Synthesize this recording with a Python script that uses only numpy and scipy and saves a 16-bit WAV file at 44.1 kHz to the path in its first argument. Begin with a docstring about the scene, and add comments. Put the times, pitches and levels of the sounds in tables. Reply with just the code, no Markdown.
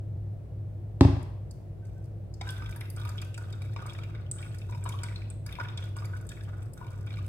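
"""A wooden spatula works fruit pulp through a wire sieve: clicks ring the bowl for the rasp, filtered
grains and rising blips squelch, and struck modes knock, smack, tick and sing in the steel rim.
Before the main strokes, a plastic blender jar lands on the counter and rocks to rest: filtered blows
excite a modal boom and a rattle. Echoes and a fading tail place these sources in a tiled kitchen.
Wavering sines make a low hum, and shaped noise a steady room rumble."""
import sys
import numpy as np
from scipy import signal
from scipy.fft import rfft, irfft
from scipy.io import wavfile
from scipy.ndimage import uniform_filter1d

SR = 44100
rng = np.random.default_rng(int(sys.argv[2]) if len(sys.argv) > 2 else 0)


def waveform_to_disk(signal):
    """Save audio, clipped to [-1, 1], as 16-bit WAV at the path in sys.argv[1]."""
    frames = np.transpose(np.atleast_2d(signal))
    scaled = np.clip(frames, -1, 1) * 32767
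    samples = np.round(scaled).astype(np.int16)
    wavfile.write(sys.argv[1], SR, samples)


N = 321048  # length in samples

# resonances of the sieve bowl, damped by pulp: [pitch_hz, relative_level_db, t60_s]
BOWL_MODES = [(944, 1.5, 0.14), (1251, -4.5, 0.0073), (1453, -17.5, 0.055), (1800, -38, 0.0062),
              (2550, -27, 0.0033), (2350, 14.5, 0.008), (3620, 2.5, 0.033), (4830, -4.5, 0.045)]
# spectrum of the wet squelch: [frequency_hz, gain_db]
SQUELCH_SPECTRUM = [(1400, -37), (2100, -9), (2550, 10.5), (3000, -7.5), (3600, 7.5), (4300, -11.5),
                    (5000, -1.5), (6300, -18), (9000, -21)]
# spectrum of the fine fizz: [frequency_hz, gain_db]
FIZZ_SPECTRUM = [(3000, -24), (5500, -0.5), (7000, -4), (8300, 0.5), (9500, -12.5), (12500, 1),
                 (16000, -12)]
# fade of each layer over the stated length of a stroke
RASP_FADE_DB, SQUELCH_FADE_DB, FIZZ_FADE_DB = -11, -9, -8.5


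def scraping():
    """Wood catches on wire after wire and shakes the bowl, while pulp squeezes through the holes."""
    t = np.arange(SR // 8) / SR
    bowl = sum(amp(db) * ring(t, hz, t60) for hz, db, t60 in BOWL_MODES[1:4])
    rasp = evened(signal.oaconvolve(grains(per_s=170, spread_db=2.0), bowl)[:N])
    wet_grains = evened(colour(grains(per_s=320, spread_db=2.5), SQUELCH_SPECTRUM))
    squelch = evened(0.75 * wet_grains + bubbles(count=520))
    fizz = evened(colour(grains(per_s=300, spread_db=6.5), FIZZ_SPECTRUM))
    catching = evened(amp(2.6 * drift(hz=45.3)))  # the spatula sticks and slips
    mesh = rasp * pressure(axis=2, fade_db=RASP_FADE_DB)
    pulp = squelch * pressure(axis=3, fade_db=SQUELCH_FADE_DB)
    pulp += fizz * pressure(axis=4, fade_db=FIZZ_FADE_DB)
    return catching * (mesh + pulp)


def bubbles(count):
    """Tiny air pockets burst in the pulp, each a short blip that rises in pitch."""
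    t, out = np.arange(SR // 40) / SR, np.zeros(N)
    for place, size, pitch, glide in rng.random((count, 4)):
        start_hz = 1550 * 3.4 ** pitch
        blip = ring(t * (1 + 6 * glide * t), start_hz, t60=42 / start_hz)
        add(out, place * N / SR, amp(-18 * size ** 2.6 - 6 * pitch) * blip)
    return evened(out)


# strokes of the spatula, each layer's level before its easing:
# [start_s, length_s, mesh_rasp_db, pulp_squelch_db, fine_fizz_db]
STROKES = [(1.837, 0.23, -80, -84, -78.5), (2.408, 0.47, -55.5, -62.5, -67), (2.958, 0.3, -52.5, -62, -68),
           (3.374, 0.35, -58.5, -74, -76), (3.577, 0.16, -68, -62.5, -69), (3.764, 0.3, -54, -63, -68),
           (4.081, 0.28, -60.5, -69, -84), (4.356, 0.31, -59, -63.5, -66), (4.687, 0.17, -58.5, -64, -67),
           (4.853, 0.22, -55.5, -58, -80), (5.035, 0.28, -61.5, -63.5, -79), (5.453, 0.2, -58, -65, -73),
           (5.589, 0.16, -50, -63.5, -73), (5.774, 0.13, -57.5, -64.5, -71),
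           (5.959, .29, -56.5, -67.5, -71.5), (6.292, 0.17, -63, -65.5, -73),
           (6.47, .19, -56, -71.5, -74.5), (6.766, 0.38, -60.5, -69.5, -73.5),
           (7.061, 0.2, -60.5, -62.5, -71)]
BITE_S, LIFT_S = 0.013, 0.072  # quick onset, and release past the stated length


def pressure(axis, fade_db):
    """Each stroke bites quickly, eases off as the pulp gives way, and lifts: the gain of one layer."""
    out = np.zeros(N)
    for stroke in STROKES:
        start, length = stroke[:2]
        t = np.arange(0, length + LIFT_S, 1 / SR)
        bite = np.minimum(t / BITE_S, 1)
        lift = np.clip((length + LIFT_S - t) / LIFT_S, 0, 1)
        add(out, start, bite * lift * amp(stroke[axis] + fade_db * t / length))
    return out


SMALL_SPREAD_DB = 5.5  # either side of the layer's level


def scattered(per_s, axis):
    """Chance moments within the strokes, near one layer's level: [time_s, level_db, share from 0 to 1]."""
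    rows = []
    for stroke in STROKES:
        start, length = stroke[:2]
        for k, (place, size, share) in enumerate(rng.random(size=(16, 3))):
            after = (k + place) / per_s
            if after < length:
                level_db = stroke[axis] + SMALL_SPREAD_DB * (2 * size - 1)
                rows.append((start + after, level_db, share))
    return rows


# spatula knocks into pulp and mesh; the last column is relative to the knock:
# [start_s, level_db, gloop_start_pitch_hz, upper_modes_db]
KNOCKS = [(2.413, -39.5, 772, -6), (2.471, -42, 1554, -11), (2.622, -43, 1237, -9),
          (2.761, -47.5, 1670, -13), (2.972, -47, 1386, -8), (3.018, -48, 1196, -18),
          (3.051, -41.5, 1186, -5), (3.223, -49, 1230, -18), (3.378, -46, 1406, -15),
          (3.619, -53.5, 1190, 4), (3.763, -38.5, 1088, -4), (3.824, -42.5, 1185, -16),
          (3.857, -44.5, 1194, -27), (3.988, -46.5, 1206, 0.5), (4.695, -46, 974, -18),
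          (4.723, -47.5, 945, -11), (4.748, -45, 963, -6), (4.855, -41, 1163, -20), (4.861, -36, 955, -18),
          (4.94, -41, 1070, -18), (5.034, -41, 1477, -8), (5.464, -55, 1632, 0), (5.587, -36, 975, -29),
          (5.599, -37.5, 1416, -8), (5.967, -42.5, 1097, -25), (6.022, -45, 1192, -12),
          (6.135, -44.5, 1476, -25), (6.306, -54.5, 1670, -32), (6.813, -43, 983, -23),
          (6.867, -49, 1024, -7.5), (7.186, -49, 1161, -11)]


def knocks():
    """The spatula shakes the bowl and the pulp gloops, its pitch rising as the hollow closes."""
    t, out = np.arange(SR // 8) / SR, np.zeros(N)
    for s, db, gloop_hz, upper_db in KNOCKS:
        modes = [amp(d) * ring(t, hz * rng.uniform(0.99, 1.07), t60) for hz, d, t60 in BOWL_MODES]
        # the glide warps time, so it also hastens the decay
        gloop = 4.6 * ring(t * (1 + rng.uniform(0, 4.1) * t), gloop_hz, t60=0.071)
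        lower = sum(modes[:4]) + gloop + .5 * ring(t, 685, t60=0.009)
        knock = struck(t, lower, chatter=.05, t60=.04)
        scratch = struck(t, sum(modes[4:]), chatter=0.12, t60=0.018)
        add(out, s, amp(db) * (knock + amp(upper_db) * scratch))
    return out


# the loudest smacks of the wet pulp: [start_s, level_db, cavity_start_pitch_hz]
SMACKS = [(2.411, -43, 2195), (2.49, -41.5, 3410), (2.622, -58, 2480), (2.66, -46.5, 3530),
          (2.725, -49, 2350), (2.81, -44, 2120), (3.073, -50, 2580), (3.18, -44.5, 3240),
          (3.218, -48.5, 2585), (3.343, -48.5, 2750), (3.377, -51, 1740), (3.527, -52.5, 3640),
          (3.896, -46, 3560), (3.949, -49, 1792), (4.035, -47, 2397), (4.149, -53, 2110),
          (4.385, -51, 3060), (4.426, -47, 2510), (4.616, -52.5, 2500), (4.892, -48.5, 2285),
          (5.038, -49, 2130), (5.085, -49, 2210), (5.158, -46, 3990), (5.218, -51.5, 2400),
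          (5.491, -49.5, 2190), (5.525, -45, 3630), (5.553, -45, 2345), (5.685, -46.5, 3570),
          (5.775, -43.5, 3420), (5.825, -50, 3190), (5.986, -51, 4860), (6.045, -57, 2340),
          (6.291, -52.5, 3500), (6.317, -47, 1682), (6.408, -53, 1780), (7.07, -53, 2450),
          (7.105, -50.5, 2230), (7.17, -50, 2250)]
# fainter smacks scattered through the strokes: rate, level over the squelch, pitch range
SMALL_SMACKS_PER_S, SMALL_SMACK_OVER_SQUELCH_DB, SMALL_SMACK_HZ = 12, 7, (1800, 3640)


def smacks():
    """A small pocket in the pulp opens and rings for a few gliding cycles, with a wet crackle."""
    t, out = np.arange(SR // 12) / SR, np.zeros(N)
    low, high = SMALL_SMACK_HZ
    small = [(s, db + SMALL_SMACK_OVER_SQUELCH_DB, low * (high / low) ** share)
             for s, db, share in scattered(SMALL_SMACKS_PER_S, axis=3)]
    for s, db, hz in SMACKS + small:
        cavity = ring(t * (1 + rng.uniform(-7, 12) * t), hz, t60=.013)  # glides down or up
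        pocket = struck(t, cavity, chatter=0.14, t60=0.053)
        crackle = topped(colour(burst(t, t60=0.018), SQUELCH_SPECTRUM))
        add(out, s, amp(db) * topped(pocket + 0.78 * crackle))
    return out


# the clearest sharp ticks, mostly slipping wires: [start_s, ring_db, dull_snap_db, sharp_snap_db]
TICKS = [(1.228, -72, -61, -61), (1.51, -69, -54.5, -58), (1.853, -77, -68, -72), (2.042, -74, -69, -72),
         (2.339, -75, -56, -65), (2.412, -68, -48.5, -64), (2.49, -63, -53, -60), (2.5045, -51, -51, -46),
         (2.7613, -75, -66, -46), (2.8075, -63, -69, -48.5), (2.901, -58, -58, -43),
         (2.963, -51.5, -57.5, -59.5), (3.0511, -77, -74, -52), (3.091, -58, -50.5, -50.5),
         (3.216, -70, -48.5, -52), (3.247, -70, -61, -57.5), (3.343, -52.5, -57.5, -66),
         (3.3773, -53, -51, -52.5), (3.5253, -74, -54, -65), (3.62, -66, -75, -61), (3.865, -52, -56, -56),
         (3.9335, -75, -55, -61.5), (4.314, -31.5, -76, -65), (4.84, -46, -68, -51),
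         (4.89, -51, -46, -44.5), (5.034, -44, -44, -52), (5.302, -45.5, -75, -65),
         (5.463, -65, -50.5, -48), (5.525, -72, -72, -53), (5.7744, -65, -48, -76), (5.966, -52, -58, -55),
         (6.053, -72, -53, -53), (6.268, -57, -76, -57), (6.291, -49, -48, -52.5), (6.628, -61, -70, -61),
         (6.7346, -53, -67, -51.5), (7.263, -62, -68, -56.5)]
# nominal resonances of a mesh wire: [pitch_hz, relative_level_db, t60_s]
WIRE_MODES = [(7980, 3, 0.031), (8280, 0, 0.022), (8095, 3, 0.016)]
# spectrum of the dull snap: [frequency_hz, gain_db]
DULL_SNAP_SPECTRUM = [(2500, -35), (4500, 9), (5600, 7.5), (7000, 5), (8500, 4), (12000, -37), (16000, -24)]
# spectrum of the sharp snap: [frequency_hz, gain_db]
SHARP_SNAP_SPECTRUM = [(3000, -9), (7000, -4.5), (9500, 11), (12000, 15.5), (16000, 2)]
# fainter ticks scattered through the strokes: rate, then ring, dull and sharp levels over the fizz
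SMALL_TICKS_PER_S, SMALL_TICK_OVER_FIZZ_DB = 9, (-0.5, 5.5, 7)


def ticks():
    """A wire slips with a snap and a very short, high ring."""
    t, out = np.arange(SR // 12) / SR, np.zeros(N)
    small = [(s, *(db + np.array(SMALL_TICK_OVER_FIZZ_DB)))
             for s, db, _ in scattered(SMALL_TICKS_PER_S, axis=4)]
    for s, ring_db, dull_db, sharp_db in TICKS + small:
        modes = sum(amp(d) * ring(t, hz * rng.uniform(0.99, 1.04), t60) for hz, d, t60 in WIRE_MODES)
        wire = struck(t, modes, chatter=0.046, t60=0.0044)
        slip = burst(t, t60=0.013) + 0.3 * burst(t, t60=0.041)
        dull = amp(dull_db) * topped(colour(slip, DULL_SNAP_SPECTRUM))
        sharp = amp(sharp_db) * topped(colour(slip, SHARP_SNAP_SPECTRUM))
        add(out, s, amp(ring_db) * wire + dull + sharp)
    return out


# rubs on the steel rim, level before the swell and uneven grip: [start_s, level_db, t60_s]
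RIM_RUBS = [(1.821, -57, 0.23), (1.957, -62, 0.23), (2.476, -39.5, 0.37), (2.591, -47.5, 0.48),
            (2.68, -49.5, 0.33), (3.249, -54, .45), (3.38, -57, .4), (5.028, -50, 0.24)]
RIM_HZ = 1538


def rim():
    """A rub swells the ring of the steel rim, which then dies away."""
    t, out = np.arange(SR) / SR, np.zeros(N)
    swell = 1 - np.exp(-t / 0.0081)
    for s, db, t60 in RIM_RUBS:
        add(out, s, amp(db) * ring(t, RIM_HZ, t60) * swell)
    grip = evened(amp(1.15 * drift(hz=45)))  # the grip of the wood is uneven
    return out * grip


# the jar lands and rocks; hardness is the upper edge of the blow:
# [start_s, boom_db, hardness_hz, rattle_db]
JAR_BLOWS = [(1.0096, -10, 950, -15.5), (1.0493, -13, 310, -26.5), (1.085, -17.5, 129, -45),
             (1.128, -22, 120, -54), (1.167, -26, 132, -40), (1.218, -44, 200, -45)]
# resonances of jar and counter top: [pitch_hz, relative_level_db, t60_s]
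JAR_MODES = [(81.7, -12.5, 0.26), (100.5, -6.5, 0.36), (124.7, -5.5, 0.26), (163, -2.5, 0.073),
             (263, -8.5, 0.27), (278, -5, 0.18), (339, -1, 0.053), (387, -19, 0.057), (548, -9.5, 0.068),
             (798, -11.5, 0.069), (980, -29, 0.097)]
# spectrum of the rattling plastic: [frequency_hz, gain_db]
JAR_RATTLE_SPECTRUM = [(200, -30), (600, 12.5), (950, 5.5), (1400, -5.5), (2100, -2.5), (3000, -8),
                       (4300, -8.5), (5400, -12.5), (6800, -19), (8200, -19), (10000, -28), (16000, -27)]


def jar():
    """Each landing cracks and rattles the plastic, then booms in the counter; later booms are softer."""
    t, out = np.arange(SR // 2) / SR, np.zeros(N)
    body = sum(amp(d) * ring(t, hz, t60) for hz, d, t60 in JAR_MODES)
    body = signal.sosfilt(signal.butter(4, 60, "high", fs=SR, output="sos"), body)
    for s, db, hard_hz, rattle_db in JAR_BLOWS:
        boom = signal.sosfilt(signal.butter(2, hard_hz, fs=SR, output="sos"), body)
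        force = .06 * burst(t, t60=.014) + .018 * burst(t, t60=.11)
        force[0] = 1  # the first hard contact
        rattle = topped(colour(force, JAR_RATTLE_SPECTRUM))
        rattle_edge_hz = min(12 * hard_hz, SR / 3)
        rattle = signal.sosfilt(signal.butter(1, rattle_edge_hz, fs=SR, output="sos"), rattle)
        add(out, s + 0.001306, amp(db) * boom)
        add(out, s, amp(rattle_db) * rattle)
    return out


# level path of the low hum tone: [time_s, level_db]
HUM_LEVEL = [(0.0, -34), (0.252, -35.5), (0.49, -44), (0.556, -35.5), (0.97, -38), (1.35, -35.5),
             (1.48, -42), (2.95, -36.5), (3.02, -32.5), (3.35, -39), (3.73, -33.5), (3.93, -46),
             (3.98, -35.5), (4.44, -38.5), (4.92, -33.5), (5.53, -39.5), (5.56, -59), (5.61, -36),
             (6.17, -34), (6.35, -48.5), (6.42, -37.5), (6.67, -34.5), (6.77, -57), (6.9, -38.5),
             (7.25, -33), (7.28, -35.5)]


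def hum():
    """A low hum that wavers in pitch and level, with a faint fuzzy tone above it."""
    t = np.arange(N) / SR
    low = np.sin(2 * np.pi * 100.6 * t + 0.72 * drift(hz=9.2))
    low *= 1 + 0.067 * drift(hz=34)
    upper = np.sin(2 * np.pi * 337 * t + 1.25 * drift(hz=15))
    upper *= 1 + 0.22 * drift(hz=13)
    level = amp(np.interp(t, *np.transpose(HUM_LEVEL)))
    return low * level + amp(-64.0) * evened(upper)


# relative spectrum of the still room: [frequency_hz, density_db_per_hz]
AIR_SPECTRUM = [(20, -21.5), (62, 4), (85, -11.5), (110, 3.5), (150, -2.5), (175, -8.5), (235, -17.5),
                (340, -16.5), (650, -20), (1000, -35), (1400, -39), (2100, -43.5), (3500, -50.5),
                (7000, -58), (16000, -52.5)]
# left-right likeness, for the rumble and the room tail: [frequency_hz, correlation (no unit)]
STEREO_LIKENESS = [(30, 0.7), (100, 1), (300, 0.53), (600, 0.48), (1200, 0), (3000, 0)]
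AIR_DB = -44.5  # overall rms level


def air():
    """Steady room rumble from shaped noise, most alike in both ears in the bass."""
    hz = np.fft.rfftfreq(N, 1 / SR)
    a, b = rfft(rng.standard_normal((2, N)))
    same = np.clip(read(STEREO_LIKENESS, hz), -1, 1)
    pair = np.array([a, same * a + np.sqrt(1 - same ** 2) * b])
    pair *= amp(read(AIR_SPECTRUM, hz))
    return amp(AIR_DB) * evened(irfft(pair, N))


# decay time of the room: [frequency_hz, t60_s]
ROOM_T60 = [(100, 0.13), (300, 0.4), (800, 0.68), (2500, 0.67), (8000, 0.51), (15000, 0.86)]


def kitchen(x, lead_s, near_db, tail_db):
    """Direct sound reaches one channel first; counter and tiles answer, then the room dies away."""
    hz, t, z = signal.stft(rng.standard_normal((2, SR)), SR, nperseg=256)
    same = np.clip(read(STEREO_LIKENESS, hz), -1, 1)[:, None]
    z[1] = same * z[0] + np.sqrt(1 - same ** 2) * z[1]
    z *= (hz / np.hypot(hz, 420))[:, None]  # little bass comes back
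    decay = amp(-60 * t / read(ROOM_T60, hz)[:, None])
    tail = signal.istft(z * decay, SR, nperseg=256)[1][:, :SR]
    t = np.arange(SR) / SR
    tail *= np.clip(t / 0.024, 0, 1)
    # sparse early echoes, without their bass
    near = rng.standard_normal((2, SR)) * (rng.random((2, SR)) < 2500 / SR)
    near *= amp(-60 * t / 0.03) * (t > .0008)
    near = signal.sosfilt(signal.butter(2, 600, "high", fs=SR, output="sos"), near)
    echo = sum(amp(db) * h / np.linalg.norm(h, axis=1, keepdims=True)
               for db, h in [(near_db, near), (tail_db, tail)])
    delay = np.exp(-2j * np.pi * np.fft.rfftfreq(N, 1 / SR) * lead_s)
    right = irfft(rfft(x) * delay, N)
    return np.array([x, right]) + signal.oaconvolve(x[None], echo, axes=1)[:, :N]


def amp(db):
    """Decibels to linear gain."""
    return 10 ** (np.asarray(db) / 20)


def evened(x):
    """Scales a sound to rms 1."""
    return x / np.sqrt(np.mean(x ** 2) + 1e-20)


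def topped(x):
    """Scales a short sound so that its loudest 3 ms have rms 1."""
    return x / np.sqrt(uniform_filter1d(x ** 2, size=132).max() + 1e-20)


def read(points, hz):
    """Reads a curve between its points, along log frequency."""
    f, value = np.transpose(points)
    return np.interp(np.log(hz + 1), np.log(f + 1), value)


def add(mix, s, sound):
    """Lays a sound into the mix at s seconds, cut at the end."""
    part = mix[max(round(s * SR), 0):][:len(sound)]
    part += sound[:len(part)]


def colour(x, points):
    """Causal minimum-phase filter with the given spectrum."""
    log_gain = np.log(amp(read(points, abs(np.fft.fftfreq(2048, 1 / SR)))))
    taps = np.fft.ifft(np.exp(np.conj(signal.hilbert(log_gain)))).real
    return signal.oaconvolve(x, taps)[:len(x)]


def ring(t, hz, t60):
    """One resonance: a sine that falls 60 dB over t60 seconds of t."""
    return amp(-60 * t / t60) * np.sin(2 * np.pi * hz * t)


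def burst(t, t60):
    """A dying cluster of tiny contacts."""
    return rng.standard_normal(len(t)) * amp(-60 * t / t60)


def struck(t, body, chatter, t60):
    """One blow and its short chatter set a body ringing."""
    force = chatter * burst(t, t60)
    force[0] = 1
    return topped(signal.fftconvolve(force, body)[:len(t)])


def grains(per_s, spread_db):
    """Random clicks, a few much larger than the rest."""
    size = amp(spread_db * np.minimum(rng.exponential(1, N), 3.5))
    return size * rng.choice([-1, 1], N) * (rng.random(N) < per_s / SR)


def drift(hz):
    """Slow chance with rms 1: noise with a soft upper edge."""
    f = np.fft.rfftfreq(N, 1 / SR)
    return evened(irfft(rfft(rng.standard_normal(N)) * np.exp(-(f / hz) ** 2), N))


# how much sooner sound reaches the left channel; the jar lands to the right
SIEVE_LEAD_S, JAR_LEAD_S = 0.00012, -0.000082


def scene():
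    """Sieve and jar sound in the one small tiled kitchen, over the hum and the rumble."""
    sieve = kitchen(knocks() + smacks() + scraping(), SIEVE_LEAD_S, near_db=-1, tail_db=-4)
    wires = kitchen(ticks(), SIEVE_LEAD_S, near_db=0.0, tail_db=-4.0)
    steel = kitchen(rim(), SIEVE_LEAD_S, near_db=-46, tail_db=-4)
    counter = kitchen(jar(), JAR_LEAD_S, near_db=-6, tail_db=-2.5)
    return sieve + wires + steel + counter + hum() + air()


EDGE_HZ = 16100  # upper band limit


def record(dry):
    """The right channel is brighter at the very top; then the band limit."""
    # tone curves: (frequency_hz, gain_db)
    right = colour(dry[1], [(100, 2), (1200, 0.0), (4500, 1.5), (9000, 4), (13000, -0.5), (16000, -1.0)])
    left = colour(dry[0], [(100, 2.5), (1200, 1.03), (4500, 3.0), (9000, 3.5), (13000, -7.0), (16000, -4.0)])
    band = signal.firwin(511, EDGE_HZ, window=("kaiser", 9), fs=SR)
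    return signal.oaconvolve(np.array([left, right]), band[None], "same")


dry = scene()
out = record(dry)
waveform_to_disk(out)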